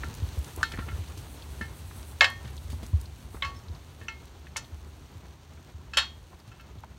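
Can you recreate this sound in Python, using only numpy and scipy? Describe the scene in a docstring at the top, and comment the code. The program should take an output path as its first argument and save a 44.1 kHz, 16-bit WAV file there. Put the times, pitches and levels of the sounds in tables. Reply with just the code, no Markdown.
"""Steel evener bars and trace chains clank as they snap together between two draft horses and a tyre sled.
The team drags the sled away over a soft farmyard. Steel is decaying modes plus noise in the same modes;
hooves are sagging low sines with a noise slap; the tyre's rumble, scrape, rustle and swish are shaped noise.
Knocks, clods, scuffs, snapping stalks and a ticking buckle are short noise bursts."""
import sys
import numpy as np
from scipy import signal
from scipy.fft import rfft, irfft, next_fast_len
from scipy.io import wavfile
from scipy.ndimage import map_coordinates

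SR = 44100
rng = np.random.default_rng(int(sys.argv[2]) if len(sys.argv) > 2 else 0)


def volts(x):
    """Linear amplitude factor 10**(x/20) for a level x in dB, scalar or array-like."""
    e = np.asarray(x, float) / 20
    return 10 ** e


def bounce(signal):
    """Save signal as a 16-bit WAV file at the path given by the first command-line argument."""
    frames = np.transpose(np.atleast_2d(signal))
    limited = np.clip(frames, -1, 1)
    pcm = np.round(limited * 32767).astype(np.int16)
    wavfile.write(sys.argv[1], SR, pcm)


N = 307818
RUSTLE_START_DB, RUSTLE_LOSS_DB = -51.5, 7  # level at the start; loss per doubling of distance


def unit(x):
    """Scales x to rms 1."""
    return x / np.sqrt(np.mean(x ** 2) + 1e-20)


def filtered(x, response):
    """Multiplies the spectrum of x by a response of frequency."""
    m = next_fast_len(len(x) + 8192)
    f_hz = np.fft.rfftfreq(m, 1 / SR) + 1  # +1 keeps logarithms finite
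    return irfft(rfft(x, m) * response(f_hz), m)[:len(x)]


def coloured(x, spectrum):
    """Shapes x through (f/Hz, relative level/dB) points, at rms 1."""
    hz, db = np.transpose(spectrum)
    return unit(filtered(x, lambda f: volts(np.interp(np.log(f), np.log(hz), db))))


def wobble(knots_per_s):
    """Draws a smooth random curve through normal knots."""
    knots = rng.standard_normal(int(N / SR * 60))
    return map_coordinates(knots, [np.arange(N) * knots_per_s / SR])


def add(track, start_s, sound):
    """Adds a sound to the track from start_s, cut at the track's end."""
    part = track[round(start_s * SR):][:len(sound)]
    part += sound[:len(part)]


def fade(t, t60_s, attack_s):
    """Quick rise, then exponential fall."""
    return volts(-60 * t / t60_s) * (1 - np.exp(-t / attack_s))


def doublings():
    """Doublings of the team's distance since the start, per sample, at a steady walk."""
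    start_m, walk_m_per_s = 4.42, 1.49
    return np.log2(1 + walk_m_per_s * np.arange(N) / SR / start_m)


def bursts(rows):
    """Noise in a Gaussian band, fading; rows (t/s, level before fade/dB, f/Hz, width/octaves, t60/s)."""
    out, t = np.zeros(N), np.arange(SR // 8) / SR
    for start_s, db, hz, octaves, t60_s in rows:
        white = rng.standard_normal(len(t))
        band = filtered(white, lambda f: np.exp(-.5 * (np.log2(f / hz) / octaves) ** 2))
        add(out, start_s, volts(db) * unit(band) * fade(t, t60_s, 0.00038))
    return out


def drag():
    """The tyre slides: ground rumble, lumpy mud scrape, grass rustle with crackling stalks, bright swish."""
    # ground rumble level: t/s, level/dB before wobble
    rumble_level = [(0.0, -37), (0.29, -38.5), (0.39, -46.5), (0.8, -39), (1.32, -46.5), (1.73, -43),
                    (2.47, -44), (2.8, -39.5), (3.19, -41.5), (3.58, -42), (3.73, -48.5), (5.03, -47.5),
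                    (5.13, -51), (6.01, -46.5), (6.34, -52.5), (6.98, -45)]
    # bright swish level: t/s, level/dB
    swish_level = [(0.0, -66), (0.64, -56.5), (1.01, -61.5), (2.14, -56), (2.29, -66.5), (2.86, -60.5),
                   (3.03, -66.5), (3.34, -63), (3.52, -71), (4.04, -69), (4.28, -85), (4.49, -78.5),
                   (4.7, -69.5), (5.6, -87), (6.2, -73.5), (6.98, -93)]
    # ground rumble spectrum: f/Hz, relative level/dB
    rumble_spectrum = [(15, -54.5), (25, -42), (45, -12.5), (69, 2), (87, -2), (113, -12.5), (154, -15),
                       (184, -29), (250, -19), (320, -53), (550, -120)]
    # mud scrape spectrum: f/Hz, relative level/dB
    scrape_spectrum = [(76, -25.5), (130, 1), (220, -9), (362, -8), (509, -14), (995, -14), (1140, -16.5),
                       (1230, -16.5), (3000, -30.5), (3900, -51), (6600, -120)]
    # grass rustle spectrum: f/Hz, relative level/dB
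    rustle_spectrum = [(880, -30.5), (1500, -3), (2690, 1), (2880, 1), (3620, 1.5), (4500, 0.5), (4970, -5),
                       (6240, -1), (7840, -8), (8660, -7), (9650, -10), (10500, -21), (12500, -9),
                       (14500, -15.5), (16000, -11)]
    scrape_start_db, scrape_loss_db = -48, 4.5  # loss per doubling of distance

    t = np.arange(N) / SR
    rumble_db = np.interp(t, *np.transpose(rumble_level))
    swish_db = np.interp(t, *np.transpose(swish_level))
    # grass and ground swallow the treble most
    scrape_db = scrape_start_db - scrape_loss_db * doublings()
    rustle_db = RUSTLE_START_DB - RUSTLE_LOSS_DB * doublings()

    noise = rng.standard_normal((4, N))
    jolt = wobble(35)  # shared by scrape and rustle
    rumble = coloured(noise[0], rumble_spectrum) * volts(rumble_db + 0.67 * wobble(14))

    lumps = volts(.8 * jolt + 1.6 * wobble(35))
    scrape = coloured(noise[1] * lumps, scrape_spectrum) * volts(scrape_db)

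    # random clicks, 150 a second on average
    stalks = (rng.random(N) < 150 / SR) * volts(4 * noise[1]) * np.sign(noise[0])
    grass = noise[2] * volts(0.44 * jolt + .6 * wobble(23))
    rustle = coloured(grass + 6.7 * stalks, rustle_spectrum) * volts(rustle_db)

    # the brightest part comes and goes in gusts of its own
    gusts = noise[3] * volts(2.6 * wobble(25))
    swish = coloured(gusts, [(4000, -65.5), (8000, -1.5), (12000, -6.5), (16000, -10)])
    return rumble + scrape + rustle + swish * volts(swish_db)


def steel():
    """Each clank rings the modes of the parts it strikes; rattling contact is noise in those modes, choked wide."""
    # clanks: t/s, evener level/dB, singletree level/dB, clevis level/dB, chain level/dB, favoured f/Hz
    clanks = [(0.0338, -62, -45, -59, -54, 1500), (0.6296, -57, -28, -41, -35.5, 3780),
              (.717, -72, -41, -55, -51, 3450), (.7344, -62, -47, -75, -51, 2020),
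              (0.7828, -57, -49, -64, -54, 1420), (.8185, -75, -48.5, -79, -63, 1450),
              (0.8843, -66, -48, -45, -58, 1500), (.916, -68, -52, -64, -57, 1480),
              (1.6113, -68, -39, -43, -42, 1782), (2.2083, -24, -28, -15.5, -18, 1790),
              (2.2432, -33, -42, -34, -23.5, 1770), (3.423, -41.5, -42, -26, -35, 1100),
              (3.446, -43, -41, -40.5, -31.5, 1120), (4.0827, -59, -37, -42, -42, 2360),
              (4.0123, -63, -58.5, -61, -53, 1770), (4.56, -46, -38.5, -30, -42, 960),
              (4.5655, -48, -36.5, -49, -36.5, 6300), (5.9348, -55, -47, -61.5, -33, 1273),
              (5.9708, -25.5, -25, -53, -18.5, 3410), (5.9848, -37.5, -28, -41, -23.5, 3670),
              (6.5161, -78, -61.5, -66, -52.5, 1350), (6.5969, -83, -61, -58, -51.5, 1365)]
    # evener bar modes: f/Hz, relative level/dB, free t60/s
    evener = [(554, -3, .2), (1116, 0, .34), (1830, -3, .4)]
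    # singletree bar modes: f/Hz, relative level/dB, free t60/s
    singletree = [(900, -7, .24), (1360, 0, .14), (1420, -7, .12), (1782, 0, .15)]
    # clevis modes: f/Hz, relative level/dB, free t60/s
    clevis = [(2153, 0, .3), (3031, -6, .2), (3420, -6, .07), (4052, -11, .25)]
    # trace chain modes: f/Hz, relative level/dB, free t60/s
    chain = [(1570, -10, .14), (1690, -8, .14), (2560, -11, .2), (2630, 0, .13), (2825, -11, .17),
             (3050, -5, .16), (3260, -11, .32), (3704, -14, .22), (3820, -14, .15), (4266, -7, .22),
             (4480, -14, .21), (4600, -17, .25), (4764, -22, .26), (5006, -16, .2), (5350, -10, .14),
             (5420, -17, .24), (6028, -17, .26), (6300, -12, .07), (6690, -22, .17), (6885, -19, .2),
             (7150, -22, .14), (7413, -12, .14), (8600, -24, .1), (10900, -28, .12), (11750, -30, .14)]
    # one link singing alone: t/s, level before fade/dB, f/Hz, t60/s
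    lone_link = (3.558, -49, 5350, .14)

    out, t = np.zeros(N), np.arange(SR // 2) / SR
    hz, mode_db, t60_s = np.transpose(evener + singletree + clevis + chain)[..., None]
    sizes = [len(evener), len(singletree), len(clevis), len(chain)]
    blows = sorted(clanks)
    until_next_s = np.diff([row[0] for row in blows] + [np.inf])
    for (start_s, *part_db, favoured_hz), gap_s in zip(blows, until_next_s):
        chance_db, phase = rng.standard_normal((2, len(hz), 1))
        # where a blow lands decides which modes it favours
        octaves = np.log2(hz / favoured_hz)
        place_db = 9 * np.exp(-(octaves / .2) ** 2) - 3 * abs(octaves)
        blow_db = np.repeat(part_db, sizes)[:, None]
        gain = volts(mode_db + blow_db + place_db + chance_db)

        ringing = fade(t, t60_s, .0005) * np.sin(2 * np.pi * hz * t + phase)
        tone = np.sum(gain * ringing, 0)
        tone *= np.exp(-np.clip(t - gap_s, 0, None) / 0.0052)  # the next contact stills the ringing

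        def choked(f):
            """Sums the powers of the widened modes over a faint floor."""
            detune = (f - hz) / (.09 * hz + 60)
            return np.sqrt(np.sum(gain ** 2 * (volts(-76) + (1 + detune ** 2) ** -2), 0))

        noise = np.linalg.norm(gain) * unit(filtered(rng.standard_normal(len(t)), choked))
        contact = .28 * fade(t, .04, .0005)
        # loose links shaking on, and the yard's answer
        rattle = .15 * fade(t, .14, .003) + .03 * fade(t, .42, .02)
        add(out, start_s, tone + noise * (contact + rattle))

    start_s, db, link_hz, link_t60_s = lone_link
    add(out, start_s, volts(db) * fade(t, link_t60_s, 0.0033) * np.sin(2 * np.pi * link_hz * t))
    return out


def ticks():
    """Knocks, clods, scuffs, stalks and a buckle: noise bursts, each kind with its own width and decay."""
    # hard knocks under the louder clanks: t/s, level before fade/dB, f/Hz, width/octaves, t60/s
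    knocks = [(.034, -29, 1450, 0.46, 0.027), (.63, -12.5, 1490, 0.19, .032),
              (.6296, -27, 4430, 0.66, 0.032), (.72, -36, 3000, .87, 0.028),
              (.737, -36.5, 1810, 0.3, 0.061), (.789, -35.5, 1430, 0.82, 0.088),
              (.887, -38, 1810, 0.51, 0.046), (2.2083, -4.5, 2480, 0.72, 0.012),
              (2.209, -25, 875, .7, 0.26), (2.2432, -16, 2200, 0.75, 0.052),
              (3.422, -24.5, 3300, 0.18, 0.026), (3.423, -28.5, 1930, 0.21, 0.085),
              (4.0827, -31.5, 2730, .15, 0.036), (4.083, -40, 5860, .05, 0.044),
              (4.561, -36.5, 905, 1, 0.11), (4.5668, -27.5, 5560, 0.54, 0.064),
              (5.97, -25.5, 1390, 0.63, 0.2), (5.9711, -29.5, 7400, 0.42, 0.084),
              (5.9855, -26, 2500, 1, .015)]
    # clods and hoof rims knocking dully: t/s, level before fade/dB, f/Hz
    clods = [(.5834, -37.5, 1050), (.6095, -34, 895), (.7741, -37, 1430), (.9494, -46, 904),
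             (1.0395, -46, 1280), (1.9106, -44, 1130), (3.3463, -43.5, 1020), (3.3682, -43, 1040),
             (4.4682, -46.5, 1980), (5.1008, -53, 1210), (5.5747, -50.5, 1460), (6.3295, -46.5, 870),
             (6.8369, -35.5, 1000)]
    # hooves scuffing through grass: t/s, level before fade/dB, f/Hz
    scuffs = [(1.1744, -46.5, 4000), (2.4473, -48, 1510), (2.475, -47, 1700), (2.7003, -47.5, 3880),
              (2.7194, -48.5, 3320), (2.83, -48, 2990), (6.4762, -57.5, 2480)]
    # dry stalks snapping: t/s, level before fade/dB, f/Hz
    snaps = [(.0844, -41, 5970), (.1401, -38.5, 5000), (.15, -40, 9000), (.1845, -46, 5000),
             (.3894, -41, 8000), (.4444, -36, 4960), (.5616, -34, 10000), (1.0854, -44, 4500),
             (2.0288, -41, 4000), (2.3014, -38.5, 8000), (2.5666, -43.5, 5000), (2.8644, -40, 7000),
             (3.0131, -39, 7450), (4.2552, -49, 7000), (6.61, -53, 13000), (6.805, -56, 11900)]
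    # buckle ticking on the harness: t/s, level before fade/dB, f/Hz
    buckle = [(1.0755, -53, 4180), (1.4212, -42, 3730), (2.5774, -44, 3600), (3.0565, -47, 4460),
              (3.683, -48, 4370), (3.7479, -46, 4200), (4.6444, -48, 3970), (6.3999, -54, 4440),
              (6.785, -56, 3500)]
    small_snaps_per_s, loudest_db, middle_hz = 6.7, -43.5, 7000  # loudest at the start

    # small snaps fall by chance and weaken with distance like the rustle
    wait, size, pitch = rng.random((60, 3)).T
    when_s = np.cumsum(-np.log(1 - wait)) / small_snaps_per_s
    far_db = RUSTLE_LOSS_DB * np.interp(when_s * SR, np.arange(N), doublings())
    small_db = loudest_db - far_db - 6 * size
    small_hz = middle_hz * 2 ** (1.5 * pitch - .75)
    small = np.transpose([when_s, small_db, small_hz])[when_s < N / SR]

    # rows, width/octaves, t60/s
    kinds = [(clods, 0.59, 0.039), (scuffs, 1.2, 0.13), (buckle, 0.28, 0.033),
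             (snaps, 0.78, 0.014), (small, 0.78, 0.014)]
    rows = list(knocks)
    for events, octaves, t60_s in kinds:
        rows += [(*event, octaves, t60_s) for event in events]
    return bursts(rows)


def hooves():
    """A heavy hoof slaps dully and swings the soft ground for a few cycles, pitch sagging."""
    # hoof falls: t/s, thud level/dB, nominal thud f/Hz, slap level re thud before fade/dB
    falls = [(.039, -38, 54.5, 1), (.219, -21, 82, -19), (.371, -22.5, 74, -13), (0.575, -30.5, 71, -5),
             (0.735, -32, 60, -5), (.786, -27.5, 78, -6), (.882, -43.5, 54.7, 5.5),
             (.924, -26.5, 77.5, -13.5), (0.984, -31, 94, -34), (1.17, -34, 89, -9), (1.489, -34.5, 67, -9),
             (1.61, -33, 72, -2.5), (1.841, -36, 87.6, -34), (2.444, -35.5, 118.6, -2),
             (2.729, -31, 77, -6), (2.829, -46, 58.6, 8.5), (2.93, -14.5, 83.7, -24.5),
             (3.214, -36, 80, -24), (3.344, -34.5, 66, -3), (3.449, -36, 73.4, -22.5),
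             (3.696, -29, 76, -17), (4.012, -40, 90, -4), (4.718, -33, 76.4, -37.5),
             (5.148, -40, 92, -14.5), (5.739, -34.5, 85.4, -28), (5.959, -44, 60.6, -4),
             (6.326, -42, 67.4, -15), (6.473, -42, 110, -8.5), (6.755, -40.5, 118, -7.5)]
    swell_s = 0.018  # time to the peak of the thud's envelope
    slap_spectrum = [(90, -38.0), (200, 9.5), (400, -4.0), (1200, -13), (4000, -49)]

    out, t = np.zeros(N), np.arange(SR // 3) / SR
    swell = (t / swell_s * np.exp(1 - t / swell_s)) ** 2
    for start_s, db, hz, slap_db in falls:
        # pitch sags from 1.34 to 0.8 of nominal
        phase = 2 * np.pi * hz * (.8 * t + 0.64 * 0.016 * (1 - np.exp(-t / 0.019)))
        thud = swell * np.sin(phase)
        slap = coloured(rng.standard_normal(len(t)), slap_spectrum) * fade(t, 0.063, 0.00077)
        add(out, start_s, volts(db) * (thud + volts(slap_db) * slap))
    return out


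def scene():
    """Sums all sources at one microphone."""
    return (drag() + steel() + ticks() + hooves())[None]


def top_cut(x):
    """Nothing passes above the cut-off."""
    return signal.sosfilt(signal.butter(12, 16500, fs=SR, output="sos"), x)


def record(dry):
    """Phone microphone with a sharp upper band limit."""
    top_hz = 15830
    mix = filtered(dry[0], lambda f: f < top_hz)[None]
    return top_cut(mix)


dry = scene()
out = record(dry)
bounce(out)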